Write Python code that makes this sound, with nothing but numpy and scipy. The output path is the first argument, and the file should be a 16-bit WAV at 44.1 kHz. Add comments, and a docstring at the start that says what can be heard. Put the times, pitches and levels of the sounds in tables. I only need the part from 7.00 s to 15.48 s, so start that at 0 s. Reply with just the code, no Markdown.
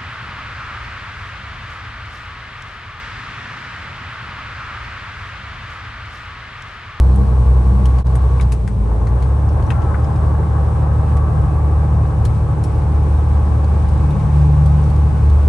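"""Inside the cab of a loaded diesel truck on a night highway. From the start the six-cylinder engine
drones at its firing rate over tyre roar, air hissing at the seals and a faint whistle; bumps make the cab
boom and loose trim ticks. At 1 s the whole sound dips briefly. Near 1.5 s the throttle lifts: the note
sags and the whistle fades. The engine picks up, and from 2.6 s a damped torsional swing of the driveline
shakes its pitch. It settles to a cruise, a panel hums louder and from 6.5 s the note throbs gently."""
import sys
import numpy as np
from scipy import signal
from scipy.fft import rfft, irfft
from scipy.io import wavfile

SR = 44100
rng = np.random.default_rng(int(sys.argv[2]) if len(sys.argv) > 2 else 0)


def unload_audio(sound):
    """Save the sound as a 16-bit wav file, at the path given as the first command line argument."""
    columns = np.transpose(np.atleast_2d(sound))
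    # keep every value between -1 and 1, then stretch to whole-number steps
    steps = np.round(np.clip(columns, -1, 1) * 32767)
    wavfile.write(sys.argv[1], SR, steps.astype(np.int16))


N = 373968
TIME = np.arange(N) / SR
FREQS = np.maximum(np.arange(N // 2 + 1) * SR / N, 1)
ANTIPHASE = np.array([[1], [-1]])  # left, right

# stereo width in the cab: (frequency [Hz], side minus mid [dB])
CAB_WIDTH = [(60, -23), (110, -16), (170, -10), (260, -8.5), (400, -12.5), (600, -1.5), (780, -5.5),
             (950, -1.5), (1130, -5), (1450, -0.5), (2400, -3), (7000, -2)]
# balance in the cab: (frequency [Hz], left minus right [dB])
CAB_BALANCE = [(80, 1.5), (150, 4), (200, 5), (290, -6), (410, 0.5), (600, 3.5), (800, 1), (1000, 3),
               (2000, 1), (3000, 3.5), (5000, 5), (7000, 6.5), (9500, -0.5)]
# course of the hiss at the seals: (time [s], relative level [dB])
HISS_LEVEL = [(0, -55.5), (1.4, -53), (2, -56), (2.7, -54), (4.6, -55), (6.7, -52.5), (7.3, -51),
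              (8.48, -52)]
# spectrum of the broad hiss: (frequency [Hz], relative density [dB])
HISS_SPECTRUM = [(1200, 11), (2400, 10), (3300, 3.5), (3850, 3.5), (4500, 0), (6000, -0.5), (7000, -3.5),
                 (9000, -8), (10500, -31), (14000, -54)]
# thin high sizzle, with a microphone resonance near 10 kHz and a faint audio-coder trace near 11 kHz:
# (frequency [Hz], relative density [dB])
SIZZLE_SPECTRUM = [(6000, -39), (7200, 1.5), (8000, 5.5), (9000, 7), (10000, 11.5), (10700, -25.5),
                   (11400, -20), (13000, -47.5)]
# course of the whistle: (time [s], level [dB])
WHISTLE_LEVEL = [(0, -57), (.5, -66), (1.2, -60.5), (1.45, -61.5), (1.6, -85)]
# resonances of the whistling gap: (frequency [Hz], width [Hz], gain [dB])
WHISTLE_MODES = [(3350, 110, -3.5), (3820, 240, -5), (4050, 140, 0.5), (4380, 130, -0.5), (5530, 190, -6.5)]
# trim ticks: (time [s], knock [dB], body [dB], snap [dB], sparkle [dB], 60 dB decay [s], ring [Hz])
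TICKS = [(.159, -62, -55, -56, -52, .05, 9000), (.856, -43, -46.5, -43, -46, 0.067, 3150),
         (.986, -60, -51, -50, -57, 0.077, 4500), (1.069, -45, -53, -51, -62, .05, 4700),
         (1.1537, -38, -48, -47, -43, 0.071, 8600), (1.398, -33.5, -42, -58, -62, .04, 2320),
         (1.411, -36, -42, -40, -45, 0.059, 3900), (1.425, -47, -49, -47, -54, .06, 4950),
         (1.5206, -41.5, -44.5, -37.5, -39.5, .089, 2580), (1.6769, -36, -47, -47.5, -50, 0.073, 7960),
         (2.0704, -37, -57, -48.5, -66, .08, 4200), (2.224, -44, -46, -51, -55, .092, 4300),
         (2.49, -55, -52, -51, -62, .05, 5200), (2.625, -52, -50, -52, -58, .05, 4300),
         (2.665, -58, -56, -52, -59, .05, 6000), (2.7041, -29, -38, -43, -50, 0.085, 2600),
         (2.819, -45, -54, -52, -62, .1, 2900), (2.9426, -30.5, -60, -66, -65, .076, 1350),
         (3.0433, -48, -55, -51.5, -56, .058, 5200), (3.16, -56, -52, -54, -62, .05, 4000),
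         (4.169, -47, -49, -51, -52, .08, 2400), (5.2515, -40, -40.5, -40, -40.5, 0.067, 4200),
         (5.639, -51, -48, -46.5, -43, .089, 5550), (6.6437, -60, -52, -52, -58, .05, 4500),
         (6.886, -61, -57, -53, -51, .06, 4500), (7.106, -52, -53, -53, -55, .06, 3800),
         (7.1959, -56, -55, -58, -65, 0.046, 3700), (7.66, -53, -46, -52, -49, 0.068, 4800),
         (7.838, -60, -57, -53, -61, .05, 5900), (7.9, -63, -53, -53, -55, .081, 4500),
         (7.9612, -58, -56, -54, -57, .05, 4500), (8.2984, -58, -49, -50, -56, .05, 4260)]
# edges of those four bands, knock to sparkle: (frequency [Hz])
TICK_BAND_EDGES = [1100, 2100, 3700, 7200, 10900]
# bumps and dips in the road: (time [s], rise of the rumble [dB], rise of the hollow ring [dB])
BUMPS = [(0.169, -1, 14.5), (.75, -5, 10.5), (.98, 0, 4.5), (1.47, 2, 2), (1.82, 2.5, 9), (2.12, 1.5, 3),
         (2.75, 5, 3), (4.45, 2.5, 1), (4.95, -1, 7.5), (5.25, 4, -2.5), (6.5, 2, 8.5), (6.95, 3, 3),
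         (7.22, 3.5, 13), (7.8, -1, 7), (8.15, 3, 8.5), (8.45, 2, 3)]
# spectrum of the cab's rumble: (frequency [Hz], relative density [dB])
RUMBLE_SPECTRUM = [(15, -17), (28, -16), (40, -16), (52, -0.5), (65, -0.5), (85, -2.5), (115, -1.5),
                   (140, -9.5), (155, -2), (170, -14.5), (200, -14.5), (240, -16), (400, -75.5)]
# spectrum of the tyres through the floor: (frequency [Hz], relative density [dB])
TYRE_SPECTRUM = [(120, -37.5), (200, 1.5), (255, -1), (300, 4.5), (360, 3), (450, 4.5), (550, -1.5),
                 (650, -7), (900, -44)]
# engine effort, as its roar under throttle: (time [s], level [dB])
ROAR_LEVEL = [(0, -36), (2.2, -33.5), (2.85, -30), (4.1, -31.5), (5.5, -33.5), (6.8, -32.5), (8.48, -34.5)]
# spectrum of that roar: (frequency [Hz], relative density [dB])
ROAR_SPECTRUM = [(400, -14), (520, 0), (650, -1), (790, 0.5), (880, 0.5), (935, -4), (1040, 1),
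                 (1150, -1.5), (1230, -11), (1400, -13), (1600, -10), (1850, -18.5), (2600, -37.5),
                 (3300, -39), (8000, -61)]
# panel modes rung by the firing: (frequency [Hz], width [Hz], gain [dB])
PANEL_MODES = [(474, 39, -3.5), (803, 40, -4.5), (873, 49, -2), (1092, 39, -7), (1610, 55, -16),
               (1280, 22, -3.5), (1504, 37, -14.5), (2070, 190, -14)]
# course of the humming panel: (time [s], level [dB])
HUM_LEVEL = [(0, -59), (2.5, -58), (4.5, -54), (6.3, -49), (7.1, -45), (7.6, -42.5), (8.48, -49)]
# transmission of engine knock into the cab: (frequency [Hz], relative gain [dB])
KNOCK_RESPONSE = [(230, -11), (295, 1), (320, -1.5), (345, -3.5), (400, -3), (480, -2), (530, -6.5),
                  (600, -4.5), (700, -12.5), (790, -3.5), (880, -3.5), (925, -11), (1000, -7.5), (1070, -6),
                  (1145, -8), (1185, -7), (1230, -22.5), (1480, -15), (1650, -22), (1900, -35)]
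# gear whines: (order [multiple of the four-stroke cycle rate])
GEAR_ORDERS = [93, 104, 122, 184, 208]
# one curve for each gear whine: (time [s], level [dB])
GEAR_LEVELS = [
    [(0, -60.5), (2.4, -58), (4.4, -46), (6, -59.5), (8.48, -52)],
    [(0, -60), (.3, -48.5), (1.1, -45), (1.4, -43), (1.52, -58), (1.7, -64), (2.5, -63), (2.8, -43),
     (3.2, -52.5), (4.9, -49.5), (6.4, -57), (8.48, -52)],
    [(2.3, -63), (2.95, -58), (3.45, -52.5), (3.8, -70.5), (8.48, -55)],
    [(3, -84), (4.5, -67.5), (8.48, -67)],
    [(3, -83), (4, -68), (6.8, -67.5), (7.2, -63.5), (7.95, -63), (8.3, -65)],
]
# weak lines: (order [cycle rates, rounded to halves in use], low-speed level [dB], cruise level [dB])
WEAK_ORDERS = [(4, -41, -26), (5, -25, -28), (7, -42, -41.5), (8, -35.5, -29), (10, -26.5, -26.5),
               (11, -26, -35), (14, -42, -39.5), (15.5, -51, -38), (18, -46, -43), (24, -54.5, -46),
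               (26, -55.5, -46.5), (36.12, -60, -49), (43.07, -54, -52.5), (43.95, -49, -55.5),
               (64.2, -58, -53.5)]
# base course of the firing note under throttle: (time [s], level [dB])
FIRING_LEVEL = [(0, -8), (.3, -11), (.55, -10), (.8, -12), (1.15, -11), (1.45, -10.5), (2.05, -14),
                (2.27, -13), (2.5, -13), (3.65, -13), (4.85, -12.5), (5.2, -16.5), (5.7, -15.5), (5.9, -13),
                (6.35, -11.5), (7.05, -12.5), (7.22, -21), (7.35, -10), (7.65, -11), (8.03, -11),
                (8.18, -14), (8.33, -8.5)]
# swells and lulls of its octave: (time [s], half length [s], rise [dB])
OCTAVE_SWELLS = [(0.55, 0.04, 5.5), (1.36, 0.14, 4.5), (2.81, 0.21, -13), (4.397, 0.41, 2),
                 (6.553, 0.42, -7), (7.063, 0.13, 5.5), (7.605, 0.35, 10.5), (8.447, 0.097, -12)]
# set engine speed: (time [s], firing rate [Hz])
FIRING_RATE = [(0, 64.2), (.75, 63.6), (1.4, 64.6), (1.78, 56.1), (2.02, 58.0), (2.35, 69.1), (2.58, 75.2),
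               (5, 73.9), (8.48, 73.0)]
# brief dip of the whole sound: (time [s], gain [dB])
LEVEL_DIP = [(1.008, -0.5), (1.028, -10), (1.037, -28), (1.047, -10), (1.062, -1.5)]


def from_db(db):
    """Amplitude ratio of a level in decibels."""
    return np.exp(np.log(10) / 20 * np.asarray(db))


def unit_rms(x):
    """Normalisation to an rms of 1."""
    return x / np.sqrt(np.mean(x ** 2) + 1e-20)


def in_time(curve):
    """Linear interpolation of (time, value) at every sample."""
    return np.interp(TIME, *np.transpose(curve))


def spectrum(points):
    """Amplitude response from (frequency, dB), interpolated in log frequency."""
    hz, db = np.transpose(points)
    return from_db(np.interp(np.log(FREQS), np.log(hz), db))


def drift(rate_hz, count=4096):
    """Random modulation: noise low-passed at rate_hz, rms 1."""
    slow = irfft(rfft(rng.standard_normal(count)) / (1 + (FREQS[:count // 2 + 1] / rate_hz) ** 4))
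    return np.interp(TIME, np.linspace(0, TIME[-1], count), unit_rms(slow))


def swell(at_s, half_s):
    """Gaussian pulse of height 1."""
    return np.exp(-((TIME - at_s) / half_s) ** 2)


def resonance(hz, width_hz):
    """Frequency response of a damped oscillator, 1 at its peak."""
    return 1 / (1 + 1j * hz / width_hz * (FREQS / hz - hz / FREQS))


def ring(x, hz, width_hz, gain_db):
    """Resonant boost of one band."""
    peak = signal.iirpeak(hz, hz / width_hz, fs=SR)
    return x + (from_db(gain_db) - 1) * signal.lfilter(*peak, x)


def in_cab(two_sounds, response):
    """Partial coherence: two unrelated sounds, filtered, reach the ears as mid and side; rms 1."""
    mid, side = rfft(two_sounds)
    width = spectrum(CAB_WIDTH)
    pair = (mid + width * side * ANTIPHASE) / np.hypot(1, width)
    balance = spectrum(CAB_BALANCE) ** (ANTIPHASE / 2)
    return unit_rms(irfft(pair * response * balance, N))


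def cab_noise(response, gate=1):
    """Source and filter: gated white noise, coloured and spread by the cab; rms 1."""
    return in_cab(rng.standard_normal((2, N)) * gate, response)


def hiss_and_sizzle(lift, lag_s=0.0002992, sizzle_follows=0.6):
    """Broad flow noise at the seals, plus a thin high sizzle peaked by microphone resonance."""
    hiss_db = in_time(HISS_LEVEL) - 1.5 * lift
    flutter_db = 0.6 * drift(8)
    broad = from_db(hiss_db + 7.5 + flutter_db) * cab_noise(spectrum(HISS_SPECTRUM))
    right = rfft(rng.standard_normal(N)) * spectrum(SIZZLE_SPECTRUM)
    left = -right * np.exp(-2j * np.pi * FREQS * lag_s)  # late and inverted
    sizzle = unit_rms(irfft(np.array([left, right]), N))
    sizzle_db = -56 + sizzle_follows * (hiss_db - np.mean(hiss_db))
    return broad + from_db(sizzle_db + flutter_db) * sizzle


def gap_whistle():
    """Air at a gap excites a few broad resonances, giving a breathy tone."""
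    modes = sum(from_db(db) * resonance(hz, width) ** 2 for hz, width, db in WHISTLE_MODES)
    return from_db(in_time(WHISTLE_LEVEL)) * cab_noise(modes)


def trim_ticks(crack_s=0.00054, pan_db=4.0):
    """Impact and free decay: loose plastic cracks, then rattles away with a ring of its own."""
    out, t = np.zeros((2, N)), TIME[:SR // 8]
    bands = [signal.butter(3, edges, "band", fs=SR, output="sos")
             for edges in zip(TICK_BAND_EDGES, TICK_BAND_EDGES[1:])]
    power_shares = np.diff(TICK_BAND_EDGES) / (SR / 2)
    for at_s, *levels_db, t60, ring_hz in TICKS:
        envelope = np.exp(-t / crack_s) + from_db(-60 * t / t60)
        tick = 0
        for band, share, db in zip(bands, power_shares, levels_db):
            burst = rng.standard_normal((2, len(t))) * envelope
            burst = (burst + 0.5 * burst[::-1]) / np.hypot(1, 0.5)  # crossfeed between the ears
            tick += from_db(db) * signal.sosfilt(band, burst) / np.sqrt(share)
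        tick = ring(tick, ring_hz, width_hz=190, gain_db=10.5)
        tick = ring(tick, hz=9080, width_hz=990, gain_db=4)  # microphone resonance brightens every tick
        start = round(at_s * SR)
        out[:, start:start + len(t)] += tick
    return out * from_db(pan_db * ANTIPHASE)


def road(roar_db, bump_half_s=0.14, tread_follows=0.14):
    """Forced vibration: bumps shake the cab and ring its air; the tread roars, more under load."""
    rumble_db = -24 + sum(db * swell(s, bump_half_s) for s, db, _ in BUMPS)
    rumble = from_db(rumble_db + drift(8.9)) * cab_noise(spectrum(RUMBLE_SPECTRUM))
    hollow_db = -37.5 + sum(db * swell(s, bump_half_s) for s, _, db in BUMPS)
    hollow = from_db(hollow_db) * cab_noise(resonance(hz=194, width_hz=27) ** 2)
    tread_db = -34.5 + tread_follows * (roar_db - np.mean(roar_db)) + 1.55 * drift(13)
    tread = from_db(tread_db) * cab_noise(spectrum(TYRE_SPECTRUM))
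    return rumble + hollow + tread


def throttle_lift(at_s=1.455, close_s=0.13, hold_s=0.21, open_s=0.098):
    """Trapezoidal control signal: 0 with the throttle open, 1 with it shut."""
    return np.interp(TIME, at_s + np.cumsum([0, close_s, hold_s, open_s]), [0, 1, 1, 0])


def driveline_shudder(at_s=2.62, depth_hz=3.917, fade_s=1.0, swing_hz=3.7, slack_hz=2.1, slack_s=0.5):
    """Damped torsional oscillation of the firing rate; gear slack slows the first, wide swings."""
    since = np.maximum(TIME - at_s, 0)
    swings = swing_hz * since - slack_hz * slack_s * (1 - np.exp(-since / slack_s))
    return depth_hz * np.exp(-since / fade_s) * np.sin(2 * np.pi * swings)


def engine_order(cycle, order, level_db, waver_db, waver_rad, side=0):
    """A tone locked to the cycle, wavering in level and phase; side puts the ears out of step."""
    phase = 2 * np.pi * (order * cycle + rng.random()) + waver_rad * drift(6.8)
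    wave = np.sin(phase)
    if side:
        wave = wave + side * np.cos(phase) * ANTIPHASE
    return np.sqrt(2) * from_db(level_db + waver_db * drift(6.7)) * wave


def panel_hum(cycle):
    """Forced response: two neighbouring orders drive a panel, more strongly late in the cruise."""
    level_db = in_time(HUM_LEVEL)
    lower = engine_order(cycle, 66, level_db - 1.5, waver_db=-0.5, waver_rad=0.18, side=0.6)
    upper = engine_order(cycle, 70, level_db, waver_db=-0.5, waver_rad=0.18, side=-0.6)
    return lower + upper


def gear_whine(cycle, cruising, side_db=-6):
    """Tooth-meshing tones, clean at low speed and unsteady at cruise; each ear has its own mixture."""
    out = np.zeros((2, N))
    waver_db, waver_rad = 1.5 + 2.5 * cruising, 0.2 + 0.8 * cruising
    for order, curve in zip(GEAR_ORDERS, GEAR_LEVELS):
        mid = engine_order(cycle, order, in_time(curve), waver_db, waver_rad)
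        side = engine_order(cycle, order, in_time(curve) + side_db, waver_db, waver_rad)
        out += mid + side * ANTIPHASE
    return out


def engine_roar(roar_db, flutter_db=1.0):
    """The continuous part of the engine's spectrum: a broad, fluttering rush."""
    return from_db(roar_db + flutter_db * drift(21)) * cab_noise(spectrum(ROAR_SPECTRUM))


def firing_clatter(cycle, roar_db, firewall_hz=1750):
    """Modal excitation: each firing throws a noise burst into the panels, dulled by the firewall."""
    angle = 2 * np.pi * cycle
    bursts = np.exp(0.9 * np.cos(6 * angle))
    cylinder_strength = 1 + 0.3 * np.cos(2 * angle) + 0.35 * np.cos(4 * angle)
    panels = sum(from_db(db) * resonance(hz, width) for hz, width, db in PANEL_MODES)
    firewall = 1 / (1 + (FREQS / firewall_hz) ** 6)
    return from_db(roar_db - 6) * cab_noise(panels * firewall, bursts * cylinder_strength)


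def engine_knock(cycle, roar_db, odd_db=-2.5, uneven_db=3.0, follows=0.56, size=4096):
    """Periodicity gives a line spectrum: pistons, valves and injectors repeat every cycle."""
    orders = np.arange(size // 2 + 1)
    # even orders, the harmonics of the crank's rotation, are the stronger
    line_db = odd_db * (orders % 2) + uneven_db * rng.standard_normal((2, len(orders)))
    strength = from_db(line_db) * (orders >= 19) * (orders <= 160)
    patterns = irfft(strength * np.exp(2j * np.pi * rng.random(strength.shape)))
    looped = np.array([np.interp(cycle, np.arange(size) / size, p, period=1) for p in patterns])
    level_db = -34 + follows * (roar_db - np.mean(roar_db))
    return from_db(level_db) * in_cab(looped, spectrum(KNOCK_RESPONSE))


def weak_orders(cycle, cycle_hz, cruising, lift):
    """Unequal cylinders add weak lines; the cab favours different ones at low speed and at cruise."""
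    out = np.zeros((2, N))
    for multiple, slow_db, cruise_db in WEAK_ORDERS:
        order = np.round(2 * multiple) / 2
        width_db = np.interp(order * np.mean(cycle_hz), *np.transpose(CAB_WIDTH))
        side = from_db(width_db) * rng.choice([-1, 1])
        level_db = slow_db + (cruise_db - slow_db) * cruising - 4 * lift
        out += engine_order(cycle, order, level_db, waver_db=1.2, waver_rad=0.2, side=side)
    return out


def throb(at_s=6.55, rate_hz=3.08, depth_db=0.95, grow_s=0.13):
    """Slow amplitude modulation in dB, starting from a trough."""
    since = np.maximum(TIME - at_s, 0)
    return -depth_db * np.minimum(since / grow_s, 1) * np.cos(2 * np.pi * rate_hz * since)


def firing_drone(cycle, firing_hz, lift, cruise_hz=74, fifth_trade=0.75):
    """Harmonics: six firings a cycle give the note and its octave; each manifold half adds the fifth."""
    note_db, excess_hz = in_time(FIRING_LEVEL), firing_hz - cruise_hz
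    fall_db = 1.4 * np.maximum(excess_hz, 0)  # above cruise the note slides out of the cab's boom
    firing_db = note_db + throb() - fall_db - 6.5 * lift
    # the fifth stands out where the firing note is weak
    fifth_db = -21.5 + 0.3 * excess_hz - fifth_trade * (note_db - np.mean(note_db)) - lift
    swells_db = sum(db * swell(s, half_s) for s, half_s, db in OCTAVE_SWELLS)
    octave_db = -23.5 + 0.02 * excess_hz + swells_db - lift
    note = engine_order(cycle, 6, firing_db, waver_db=0.75, waver_rad=0.01)
    fifth = engine_order(cycle, 9, fifth_db, waver_db=1.46, waver_rad=0.056)
    octave = engine_order(cycle, 12, octave_db, waver_db=1.5, waver_rad=0.047)
    return note + fifth + octave * from_db(0.7 * ANTIPHASE)


def scene():
    """Superposition of engine, road, air and trim at the driver's seat."""
    firing_hz = in_time(FIRING_RATE) + driveline_shudder() + 0.1846 * drift(3.01)
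    cycle_hz = firing_hz / 6
    cycle = np.cumsum(cycle_hz) / SR  # four-stroke cycles elapsed
    cruising = np.interp(firing_hz, [65, 72], [0, 1])
    lift = throttle_lift()
    roar_db = in_time(ROAR_LEVEL) - 8.5 * lift
    tones = firing_drone(cycle, firing_hz, lift) + weak_orders(cycle, cycle_hz, cruising, lift)
    tones += gear_whine(cycle, cruising) + panel_hum(cycle)
    engine = tones + engine_roar(roar_db) + firing_clatter(cycle, roar_db) + engine_knock(cycle, roar_db)
    return engine + road(roar_db) + hiss_and_sizzle(lift) + gap_whistle() + trim_ticks()


def record(dry, ceiling=0.96, stopband_hz=14000):
    """The level dips once, soft saturation rounds the peaks and a low-pass filter cuts the top."""
    dipped = dry * from_db(in_time(LEVEL_DIP))
    rounded = dipped / (1 + (dipped / ceiling) ** 10) ** 0.1
    return signal.sosfilt(signal.cheby2(12, 70, stopband_hz, fs=SR, output="sos"), rounded)


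dry = scene()
out = record(dry)
unload_audio(out)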